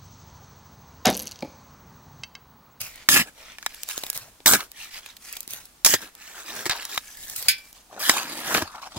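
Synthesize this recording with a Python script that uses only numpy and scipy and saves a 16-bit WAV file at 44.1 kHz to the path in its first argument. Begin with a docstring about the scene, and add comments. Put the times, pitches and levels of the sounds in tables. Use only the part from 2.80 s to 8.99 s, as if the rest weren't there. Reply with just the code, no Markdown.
"""A load of dry dirt patters down; then a short steel shovel digs gravelly soil in open desert, close by.
Three times it stabs in, levers a load loose and tosses it; dirt slides off the blade and patters to one side.
Then the empty blade is knocked and clangs, is pushed in once more and dragged, and a boot shuffles.
Grinding and pattering are random ticks and stone clicks; knocks are short bursts of noise;
the steel rings as a set of fading tones, and filtered noise gives the faint hush of the air."""
import sys
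import numpy as np
from scipy import signal
from scipy.fft import rfft, irfft, next_fast_len
from scipy.io import wavfile
from scipy.ndimage import uniform_filter1d, map_coordinates

SR = 44100
rng = np.random.default_rng(int(sys.argv[2]) if len(sys.argv) > 2 else 0)


def bounce(signal):
    """Save signal as a 16-bit WAV file at the path given by the first command-line argument."""
    frames = np.transpose(np.atleast_2d(signal))
    limited = np.clip(frames, -1, 1)
    pcm = np.round(limited * 32767).astype(np.int16)
    wavfile.write(sys.argv[1], SR, pcm)


N = 272923  # length [samples]

# Event levels are those within a layer: scene() then sets the loudness of each whole layer.
# Thud (lows) and grit (treble) are set relative to the crunch between them.
# the blade is driven into the soil:
# (time [s], length [s], level [dB], thud [dB], grit [dB], growth on the way in [dB])
STAB_EVENTS = [(0.288, .12, -23, -10, 4, 2), (1.6585, .097, -22, -9, 6, -1),
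               (3.047, .1, -27.5, -15, 7.5, 2.5), (5.192, 0.12, -32, -20, 3.5, 17)]
# the blade levers or drags through the soil:
# (loudest at [s], rise [s], fall [s], level [dB], thud [dB], grit [dB])
SCRAPE_EVENTS = [(0.48, .04, 0.033, -46, -4.5, -5), (1.8, .045, 0.06, -39, -10.5, -0.5),
                 (3.22, 0.073, 0.079, -43, -9.5, -1), (3.44, 0.083, 0.14, -48, -35, -1),
                 (3.6, 0.14, 0.062, -43.5, -13.5, -1), (3.69, 0.044, .06, -40.5, -4.5, 1.5),
                 (3.775, 0.072, 0.13, -40, -4.5, 2), (3.91, 0.02, .16, -37, -11, -15),
                 (4.135, 0.068, 0.069, -40, -15, 4), (5.35, 0.065, 0.12, -28, -13.5, -3),
                 (5.58, .25, 0.1575, -38.5, -3, -1.5), (5.755, 0.11, 0.081, -26, -6, -2)]
# loose dirt shifts on the blade or slides off it:
# (loudest at [s], rise [s], fall [s], level [dB], thud [dB], grit [dB])
SLIDE_EVENTS = [(0.19, 0.096, 0.088, -48.5, -10.5, -9), (0.6, 0.051, 0.0897, -50.5, -5, -5),
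                (0.69, 0.07, .08, -46.5, -15, -9), (0.9, 0.13, 0.33, -51.5, -14, 0),
                (1.12, 0.058, .24, -44, -11.5, 4.5), (2.03, 0.077, 0.08, -40.5, -23, -5),
                (2.16, 0.05, 0.047, -40, -14.5, -3), (2.27, 0.054, 0.078, -46.5, -30, -6.5),
                (2.485, .075, .16, -46.5, -19, 2.5), (4.27, 0.1, 0.15, -52, -12, 4),
                (4.52, 0.21, 0.066, -48, -8.5, 7.5), (4.87, 0.096, 0.06, -57.5, -17, 2.5),
                (4.965, .03, 0.063, -55.5, -17, 0)]
# a tossed load lands on the heap:
# (time [s], length [s], level [dB], thud [dB], grit [dB], growth while it lands [dB])
SHOWER_EVENTS = [(0.0, 0.027, -38.5, -6.5, 9, -7.5), (1.342, 0.042, -41, -2.5, 9.5, -12),
                 (2.684, .06, -50.5, -4.5, 12, 6), (4.552, 0.12, -47.5, -6.5, 13.5, -1.5)]
# a boot shifts in loose soil: (loudest at [s], rise [s], fall [s], level [dB], thud [dB], grit [dB])
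SCUFF_EVENTS = [(5.16, 0.049, 0.0567, -38.5, -4, -13.5), (5.87, 0.041, 0.086, -44, -15, -4.5),
                (5.96, 0.041, 0.053, -41.5, -13.5, -14), (6.028, 0.013, 0.04, -39, -21, -7.5),
                (6.07, 0.021, 0.024, -41.5, -16, -9), (6.13, .03, 0.042, -51.5, -23, 2),
                (6.18, 0.028, 0.037, -38.5, 4, -2)]
# sharp stones rasp along the steel: (loudest at [s], rise [s], fall [s], level [dB], thud [dB], grit [dB])
RASP_EVENTS = [(1.106, .01, 0.014, -38, -40, 1.5), (3.912, .018, 0.033, -30.5, -25, -12),
               (3.98, .04, .1, -42, -29, -4.5)]
# the blade meets or cracks a stone: (time [s], level [dB], thud [dB], grit [dB], time to fade by 60 dB [s])
KNOCK_EVENTS = [(0.2882, -9.5, -25, -1, 0.0086), (0.3639, -17.5, -10, -17, 0.045),
                (0.7844, -36.5, -24, -5, 0.002), (0.8267, -38.5, -20, -2, 0.012),
                (0.8624, -21, -22, -3, 0.011), (1.6597, -15.5, -17, 0.5, 0.028),
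                (1.7349, -20.5, -0.5, 10.5, 0.054), (1.8058, -29, -20, -4.5, 0.02),
                (3.0475, -24, -12, 17, 0.015), (3.0605, -18.5, -10, 11, 0.04),
                (3.1379, -18.5, -2, 6, 0.043), (3.856, -29.5, -13, 3, 0.013),
                (3.8618, -24.5, -2.5, 1.5, 0.063), (3.8956, -22.5, -10.5, 2.5, 0.019),
                (4.052, -44.5, -23, 17.5, 0.0078), (4.1766, -20, -18.5, -5, 0.014),
                (5.2951, -8.5, -15, -1.5, 0.017), (5.7472, -14.5, -10, -17, 0.028),
                (5.7799, -24, -11, -19, 0.021), (5.8209, -28, 4, -2, 0.032)]
# larger pebbles land or click together: (time [s], level [dB], thud [dB], grit [dB], time to fade by 60 dB [s])
PEBBLE_EVENTS = [(0.0154, -46, 0, 25.5, 0.0024), (0.9457, -44.5, -28, 13, 0.0099),
                 (1.0333, -34.5, -15, 13, 0.0023), (1.0885, -31.5, -24, 10.5, 0.0078),
                 (1.1782, -29.5, -4, 10.5, .0025), (1.236, -25.5, -11, 1, 0.012),
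                 (1.2654, -34, -11, 5, 0.0082), (1.3008, -32.5, -10, 19.5, .005),
                 (1.3297, -38.5, -17, 9, 0.0045), (1.3596, -40, -6, 1, 0.009), (1.3653, -45, -14, 17, .01),
                 (1.3759, -44.5, 2, 22.5, 0.0031), (1.6034, -45.5, 1, -9, 0.013),
                 (1.9171, -47, -16, 14.5, 0.0024), (2.261, -34.5, -18, 0, .01),
                 (2.3669, -40, -32, 2.5, 0.023), (2.5269, -50, -21, 25.5, 0.0088),
                 (2.5678, -33, -17, 6, 0.02), (2.6056, -49.5, -8, 27, 0.011),
                 (2.6771, -42, 1, 13.5, 0.0082), (2.7074, -47, -20, 21, .012),
                 (2.735, -33.5, -13, 10, 0.0065), (2.8545, -60, -14, 25, 0.016),
                 (3.3516, -48.5, -28, 12, 0.0041), (4.4985, -41, -16, 15, 0.0069),
                 (4.5612, -43, -22, 24.5, 0.029), (4.6258, -39.5, -5, 17, .008),
                 (4.9286, -52, -11, 13.5, 0.0069), (5.1425, -48, -7, -21, 0.013),
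                 (5.958, -41.5, -7, -4, 0.0073), (6.0225, -46, -20, 3, .008),
                 (6.061, -51, -12, -10, 0.0096)]
# blows on the free blade: (time [s], level [dB])
CLANG_EVENTS = [(4.684, -10), (4.689, -20.5), (4.7101, -27.5), (4.7823, -42), (4.96, -59)]
# packed ground takes a push of blade or boot: (time [s], level [dB], pitch [Hz], time to fade by 60 dB [s])
THUD_EVENTS = [(0.362, -48, 90, 0.093), (1.734, -41, 73, 0.067), (3.137, -39, 105, 0.086),
               (5.82, -32.5, 86, 0.078), (6.164, -36.5, 106, .16)]

# tone colour of each kind of sound, applied before crunch, thud and grit get their levels
# grains around a stabbing blade: (frequency [Hz], gain [dB])
STAB_TONE = [(40, -11), (85, -3.5), (160, 0.5), (320, -0.5), (480, -6.5), (750, -5.5), (1300, -2.5),
             (2000, -3.5), (3000, -6), (4200, -8), (6000, -2.5), (10000, -5), (15500, -2.5)]
# grains around a scraping blade: (frequency [Hz], gain [dB])
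SCRAPE_TONE = [(40, -27), (100, -15.5), (300, -2), (600, -3.5), (1300, 4), (2700, -3.5), (4000, -8.5),
               (6500, -9), (10000, -12.5), (15500, -13.5)]
# grains under a boot: (frequency [Hz], gain [dB])
SCUFF_TONE = [(40, -22), (200, 2.5), (450, -3), (700, 4.5), (1150, 4), (1800, -6.5), (3000, -20),
              (6000, -25.5), (9000, -34), (15500, -44)]
# sliding dirt and rasping stones: (frequency [Hz], gain [dB])
SLIDE_TONE = [(40, 1), (300, -18), (700, -9.5), (1300, -5.5), (2300, -2.5), (3800, -5.5), (6000, 4.5),
              (10000, 3.5), (15500, 2.5)]
# a landing load: (frequency [Hz], gain [dB])
SHOWER_TONE = [(40, -1), (110, 12.5), (300, -8.5), (600, 0.5), (1500, 9.5), (4000, -4), (8000, -6),
               (15500, -4.5)]
# a knock on the blade: (frequency [Hz], gain [dB])
KNOCK_TONE = [(40, -21), (180, -9.5), (350, -7.5), (550, -12.5), (900, 1), (1300, 6), (2000, 4),
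              (2800, -3.5), (6000, -1.5), (15500, -10)]
# the click of a pebble: (frequency [Hz], gain [dB])
PEBBLE_TONE = [(40, -24), (200, -13), (700, -4), (2000, -5), (6000, 6), (15500, 10.5)]

# ringing tones of the blade, loud or soft relative to each other:
# (frequency [Hz], strength in air [dB], time to fade by 60 dB in air [s], strength in soil [dB])
BLADE_MODES = [(273, -34, .1, 0), (362, -23.5, 0.21, 1), (1535, -10, 0.23, -37), (1672, -11, .1, 5),
               (1788, -32, .1, 0.5), (2269, 1.5, 0.16, -9.5), (2333, -9, 0.39, -3.5),
               (2510, 1, 0.21, -33.5), (2480, 0.5, 0.15, -10.5), (3400, -8.5, 0.23, -14),
               (3823, -16, 0.12, 3.5), (4100, -8, .11, -34), (4730, 14.5, 0.046, -3), (4920, 3, 0.15, -14),
               (5170, -6, 0.21, 3), (5520, 3, 0.046, 0), (6510, -1.5, 0.11, 1.5), (7276, 5.5, 0.053, 4),
               (7870, -1, 0.098, 4.5), (8800, 1.5, 0.069, -31), (9800, 8, 0.066, 5.5),
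               (10440, -3, 0.024, -2.5), (12050, -2, 0.078, -4), (13600, -16, .1, 1), (14300, -16, .11, -6),
               (15100, -14, .09, -23)]
# outline of the still desert air, relative: (frequency [Hz], density [dB per Hz])
AIR_TONE = [(20, 0), (45, 13), (100, -1), (250, 2), (500, -3.5), (900, -1), (2000, -8), (4000, -7.5),
            (8000, -8), (15500, -12.5)]
# colour of the two microphone ports: (frequency [Hz], left over right [dB])
PORT_TONE = [(300, 0), (700, 2.5), (1400, 1.4), (2800, -.3), (5500, -.5), (9000, -1.9), (14000, -.4)]
# bearing of the blade: (time [s], delay of the left port [ms])
BLADE_BEARING = [(0.29, 0.11), (1.7, 0.067), (3.9, 0.053), (5.3, 0.083)]

AIR_DB = -55.5
THUD_HZ, GRIT_HZ = 600, 4000  # thud lies below the first, grit above the second
EDGE_HZ = 15900  # upper limit of the recorder
# small pebbles that fly with each load
STRAY_DB, STRAY_SPREAD_DB, STRAY_THUD_DB, STRAY_GRIT_DB = -53.5, 0, -14, 18.5
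STRAY_EARLY_S, STRAY_LATE_S = 0.22, 0.035  # how far before and after the start of a landing
HOLE_LAG_MS, HEAP_LAG_MS, TOSS_S = 0.051, -0.091, 0.49  # a load swings between hole and heap
RING_APART_HZ = 5060  # from here up, ringing tones reach the two ports with unrelated phase


def stabs():
    """The driven blade starts a sudden crunch of grains, which also set the buried steel ringing."""
    return plunges(STAB_EVENTS, attack_s=0.0017, release_t60=.085, deepen_db=5, dull_db=10,
                   colour=STAB_TONE, lag=blade_lag, per_s=3200, spread_db=3.5, grain_t60=0.0035,
                   ring_db=-6.0, patchy_db=3.0, stone_db=-6.5, scatter_db=-0.5)


def scrapes():
    """The levering or dragging blade grinds grains, swelling and easing off with its movement."""
    return strokes(SCRAPE_EVENTS, ebb_db=17, roundness=1.87, colour=SCRAPE_TONE, lag=blade_lag,
                   per_s=1800, spread_db=2.5, grain_t60=0.002,
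                   ring_db=-10, patchy_db=2.0, stone_db=-3.5, scatter_db=0)


def knocks():
    """A stone struck by the blade gives a sharp snap, a short crack and some ring."""
    return hits(KNOCK_EVENTS, KNOCK_TONE, blade_lag, snap_db=6, ring_db=-10.0,
                tail_db=-24.0, tail_t60=0.027, scatter_db=-2.0, scatter_t60=0.014)


def clangs(clatter_db=0.5, low_t60=0.17, high_t60=0.1, high_db=4.0, lowest_hz=1650, split_hz=5300):
    """The empty blade rings freely amid a clatter of its many weaker modes, whose treble dies first."""
    out = np.zeros((2, N))
    attack = round(.01 * SR)
    for s, db in CLANG_EVENTS:
        ring = blade_ring(False)
        t = np.arange(ring.shape[1]) / SR
        dense = rng.standard_normal(ring.shape)
        low = evened(band(dense, [lowest_hz, split_hz], "bandpass", order=6)) * amp(-60 * t / low_t60)
        high = evened(band(dense, split_hz, "highpass")) * amp(high_db - 60 * t / high_t60)
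        sound = evened(ring) + amp(clatter_db) * evened(low + high)
        # the level holds over the attack
        add(out, s, amp(db) * sound / sound[:, :attack].std())
    return out


def rasps():
    """Sharp stones drawn along the steel make brief streams of ticks that ring it."""
    return strokes(RASP_EVENTS, ebb_db=12, roundness=4.1, colour=SLIDE_TONE, lag=blade_lag,
                   per_s=1000, spread_db=4.5, grain_t60=0.0017,
                   ring_db=-7.5, patchy_db=1.5, stone_db=-5.5, scatter_db=-3)


def slides():
    """Loose dirt running over the blade is a dense stream of small ticks that swells and fades."""
    return strokes(SLIDE_EVENTS, ebb_db=13.5, roundness=2.06, colour=SLIDE_TONE, lag=load_lag,
                   per_s=2500, spread_db=4.5, grain_t60=0.002,
                   ring_db=-10, patchy_db=2.2, stone_db=-4, scatter_db=1.0)


def showers():
    """A tossed load hits the heap as a burst of grains, then patters out."""
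    return plunges(SHOWER_EVENTS, attack_s=.012, release_t60=0.44, deepen_db=5.5, dull_db=5,
                   colour=SHOWER_TONE, lag=load_lag, per_s=1300, spread_db=2.0, grain_t60=0.0046,
                   ring_db=-21, patchy_db=3.0, stone_db=-7, scatter_db=1.5)


def pebbles():
    """Larger pebbles, and strays from each load, click as single short cracks."""
    return hits(PEBBLE_EVENTS + strays(), PEBBLE_TONE, load_lag, snap_db=5.5, ring_db=-15,
                tail_db=-25.0, tail_t60=0.043, scatter_db=2.5, scatter_t60=0.0043)


def strays(t60=0.0088, count=4):
    """A few small pebbles come down at random around each landing."""
    rows = []
    for landing in SHOWER_EVENTS:
        for _ in range(count):
            s = abs(landing[0] + rng.uniform(-STRAY_EARLY_S, STRAY_LATE_S))
            db = rng.normal(STRAY_DB, STRAY_SPREAD_DB)
            rows.append((s, db, STRAY_THUD_DB, STRAY_GRIT_DB, t60))
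    return rows


def scuffs():
    """A boot presses and rubs loose soil, in sparse ticks of very unequal size."""
    return strokes(SCUFF_EVENTS, ebb_db=14, roundness=2.34, colour=SCUFF_TONE, lag=blade_lag,
                   per_s=880, spread_db=5.0, grain_t60=0.0046,
                   ring_db=-14, patchy_db=3.5, stone_db=-3.5, scatter_db=2.5)


def thuds(rise_s=0.0086, size=9000):
    """The ground gives a few dull, low swings that reach both ports alike."""
    out = np.zeros((2, N))
    t = np.arange(size) / SR
    for s, db, hz, t60 in THUD_EVENTS:
        level = amp(db - 60 * t / t60) * (1 - np.exp(-t / rise_s))
        swing = level * np.sin(2 * np.pi * hz * t)
        add(out, s, np.array([swing, swing]))
    return out


def air(apart_hz=1200):
    """A faint hush: its rumble is mostly shared by both ports, its hiss much less so."""
    shared, apart = rng.standard_normal((2, N))
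    side = .25 * apart + .7 * band(apart, apart_hz, "highpass", order=1)
    return amp(AIR_DB) * evened(coloured(np.array([shared + side, shared - side]), AIR_TONE))


def plunges(rows, attack_s, release_t60, deepen_db, dull_db, **grain):
    """Steel or a load runs into the ground: a sudden start, more thud and less grit, then it settles."""
    out = np.zeros((2, N))
    for s, length, db, thud_db, grit_db, growth_db in rows:
        t = np.arange(0, length + release_t60, 1 / SR)
        depth = np.minimum(t / length, 1) - .5  # -0.5 at the surface, 0.5 fully in
        settling_db = -60 * np.maximum(t - length, 0) / release_t60
        level = np.minimum(t / attack_s, 1) * amp(db + growth_db * depth + settling_db)
        sound = gravel(s + t, thud_db + deepen_db * depth, grit_db - dull_db * depth, **grain)
        add(out, s, level * sound)
    return out


def strokes(rows, ebb_db, roundness, **grain):
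    """A movement gathers speed and eases off: ebb_db quieter one rise before and one fall after its peak."""
    out = np.zeros((2, N))
    reach = 1.7  # how many rises and falls are heard
    for s, rise, fall, db, thud_db, grit_db in rows:
        t = np.arange(max(s - reach * rise, 0), s + reach * fall, 1 / SR)
        away = np.maximum((s - t) / rise, (t - s) / fall)
        level = amp(db - ebb_db * away ** roundness)
        add(out, t[0], level * gravel(t, thud_db, grit_db, **grain))
    return out


def hits(rows, colour, lag, snap_db, ring_db, tail_db, tail_t60, scatter_db, scatter_t60, size=4096):
    """Each is one sharp snap in a short crack, a faint trickle of crumbs and some ring of the blade."""
    out = np.zeros((2, N))
    t = np.arange(size) / SR
    contact, attack = round(.0004 * SR), round(.006 * SR)
    for s, db, thud_db, grit_db, t60 in rows:
        fade = amp(-60 * t / t60) + amp(tail_db - 60 * t / tail_t60)
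        crack = rng.standard_normal(size) * fade
        crack[contact] += amp(snap_db)
        crack = ports(crack, lag(s), scatter_db, scatter_t60)
        parts = registers(coloured(on_steel(crack, ring_db), colour))
        # the level is the whole energy spread over the attack
        parts = [part / np.sqrt(np.sum(part ** 2) / 2 / attack) for part in parts]
        add(out, s, sum(part * amp(db + rel) for part, rel in zip(parts, (0, thud_db, grit_db))))
    return out


def gravel(t, thud_db, grit_db, colour, lag, per_s, spread_db, grain_t60, ring_db, patchy_db, stone_db,
           scatter_db):
    """Gravel grinds or patters evenly over the times t, and the grains that touch the steel ring it."""
    ticks = ports(grains(len(t), per_s, spread_db, grain_t60, stone_db), lag(t), scatter_db)
    parts = registers(coloured(shifting(on_steel(ticks, ring_db), patchy_db), colour))
    return sum(part / part.mean(0).std() * amp(db) for part, db in zip(parts, (0, thud_db, grit_db)))


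def grains(n, per_s, spread_db, grain_t60, stone_db, stones_per_s=350, cycles=6.1, size=400):
    """Sand cracks in random ticks, most tiny, a few large; small stones click, each at its own pitch."""
    happens = rng.random(n) < per_s / SR
    sizes = amp(spread_db * np.minimum(rng.exponential(1, n), 3.5)) * happens
    sand = rng.standard_normal(n) * np.sqrt(dying(sizes ** 2, grain_t60))
    at = np.flatnonzero(rng.random(n) < stones_per_s / SR)
    pitch, weight = rng.random((len(at), 2)).T[:, :, None]
    hz = 600 * 24 ** pitch
    turns = hz * np.arange(size) / SR
    clicks = hz * weight ** 2 * np.sin(2 * np.pi * turns) * np.exp(-turns / cycles)
    # add up all clicks, each from its own starting sample
    places = (at[:, None] + np.arange(size)).ravel()
    stones = np.bincount(places, clicks.ravel(), n)[:n]
    return evened(sand) + amp(stone_db) * evened(stones)


def shifting(x, patchy_db, patch_s=0.051, patch_hz=450, size=512):
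    """As stones of other sizes come under the blade, the colour drifts in random patches."""
    overlap = size * 3 // 4
    z = signal.stft(x, nperseg=size, noverlap=overlap)[2]
    hz_span = max(round(patch_hz * size / SR), 1)
    time_span = max(round(patch_s * SR * 4 / size), 1)
    patches = rng.standard_normal(z.shape[1:])
    for _ in range(2):
        patches = uniform_filter1d(patches, hz_span, axis=0, mode="wrap")
        patches = uniform_filter1d(patches, time_span, axis=1, mode="wrap")
    z = z * amp(patchy_db * evened(patches - patches.mean(0)))
    return signal.istft(z, nperseg=size, noverlap=overlap)[1][:, :x.shape[1]]


def blade_ring(buried, soil_t60=0.031):
    """The ring of the blade at both ports; soil packed against it damps it and favours other modes."""
    t = np.arange(1400 if buried else 18000) / SR
    ring = 0
    for hz, air_db, t60, soil_db in BLADE_MODES:
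        # the higher the tone, the more its phase differs between the ports
        turns = rng.random() + min(hz / RING_APART_HZ, 1) ** 2 * rng.random((2, 1))
        fade = amp(soil_db - 60 * t / soil_t60) if buried else amp(air_db - 60 * t / t60)
        ring = ring + fade * np.sin(2 * np.pi * (hz * t + turns))
    return ring / np.linalg.norm(ring, axis=1, keepdims=True)


def on_steel(x, ring_db):
    """Adds the ring of the buried blade, which radiates differently toward each port."""
    ring = blade_ring(True)
    return x + amp(ring_db) * signal.fftconvolve(x, ring, axes=1)[:, :x.shape[1]]


def ports(x, lag_ms, scatter_db, scatter_t60=0.059, scatter_hz=1700):
    """Sound reaches the left port lag_ms after the right; stony ground scatters treble to each on its own."""
    left = map_coordinates(x, [np.arange(len(x)) - lag_ms * SR / 1000], order=3)
    direct = np.array([left, x])
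    ground = rng.standard_normal((2, len(x))) * np.sqrt(dying(x ** 2, scatter_t60))
    return direct + amp(scatter_db) * band(ground, scatter_hz, "highpass", order=3)


def blade_lag(s):
    """The bearing of the blade at time s, as the delay of the left port in ms."""
    return np.interp(s, *np.transpose(BLADE_BEARING))


def load_lag(s):
    """Loose dirt is over the heap when a load lands, and over the hole between tosses; in ms."""
    apart_s = np.min([abs(s - row[0]) for row in SHOWER_EVENTS], axis=0)
    return np.interp(apart_s, [0, TOSS_S], [HEAP_LAG_MS, HOLE_LAG_MS])


def registers(x):
    """Splits a sound into crunch, thud and grit."""
    crunch = band(x, [THUD_HZ, GRIT_HZ], "bandpass")
    return crunch, band(x, THUD_HZ, "lowpass"), band(x, GRIT_HZ, "highpass")


def dying(power, t60):
    """Lets each burst of power die away, by 60 dB in t60 seconds."""
    keep = amp(-60 / SR / t60) ** 2
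    return signal.lfilter([1 - keep], [1, -keep], power)


def coloured(x, spectrum):
    """Filters by an outline of (frequency [Hz], gain [dB])."""
    hz, db = np.transpose(spectrum)
    size = next_fast_len(x.shape[-1] + 1024)
    f = np.fft.rfftfreq(size, 1 / SR)
    gain = amp(np.interp(np.log(f + 1), np.log(hz), db))
    return irfft(rfft(x, size) * gain, size)[..., :x.shape[-1]]


def band(x, hz, kind, order=4):
    """Keeps only part of the frequency range."""
    return signal.sosfilt(signal.butter(order, hz, kind, fs=SR, output="sos"), x)


def amp(db):
    """Turns dB into a plain factor."""
    return 10 ** (np.asarray(db) / 20)


def evened(x):
    """Brings a sound to an average (RMS) level of one."""
    return x / np.sqrt(np.mean(x ** 2) + 1e-20)


def add(mix, s, sound):
    """Mixes a stereo sound in at time s."""
    part = mix[:, max(round(s * SR), 0):][:, :sound.shape[1]]
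    part += sound[:, :part.shape[1]]


def scene():
    """The hole lies a little to one side of the microphone, the spoil heap to the other."""
    digging = amp(-1.0) * stabs() + amp(-0.93) * scrapes()
    steel = amp(-0.9) * knocks() + clangs() + amp(1.6) * rasps()
    dirt = amp(-1.43) * slides() + amp(-2.5) * showers() + amp(-4.5) * pebbles()
    ground = amp(-1.1) * scuffs() + amp(9.5) * thuds()
    return digging + steel + dirt + ground + air()


def record(dry):
    """Each port has its own colour; the hardest blows overload the recorder; then its band limit."""
    hz, lean_db = np.transpose(PORT_TONE)
    # each port takes half of the difference
    heard = np.array([coloured(x, np.c_[hz, side * lean_db / 2]) for x, side in zip(dry, (1, -1))])
    clipped = np.clip(heard, -1, 1)
    lowpass = signal.firwin(255, EDGE_HZ, window=("kaiser", 7), fs=SR)
    return signal.oaconvolve(clipped, lowpass[None], "same")


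dry = scene()
out = record(dry)
bounce(out)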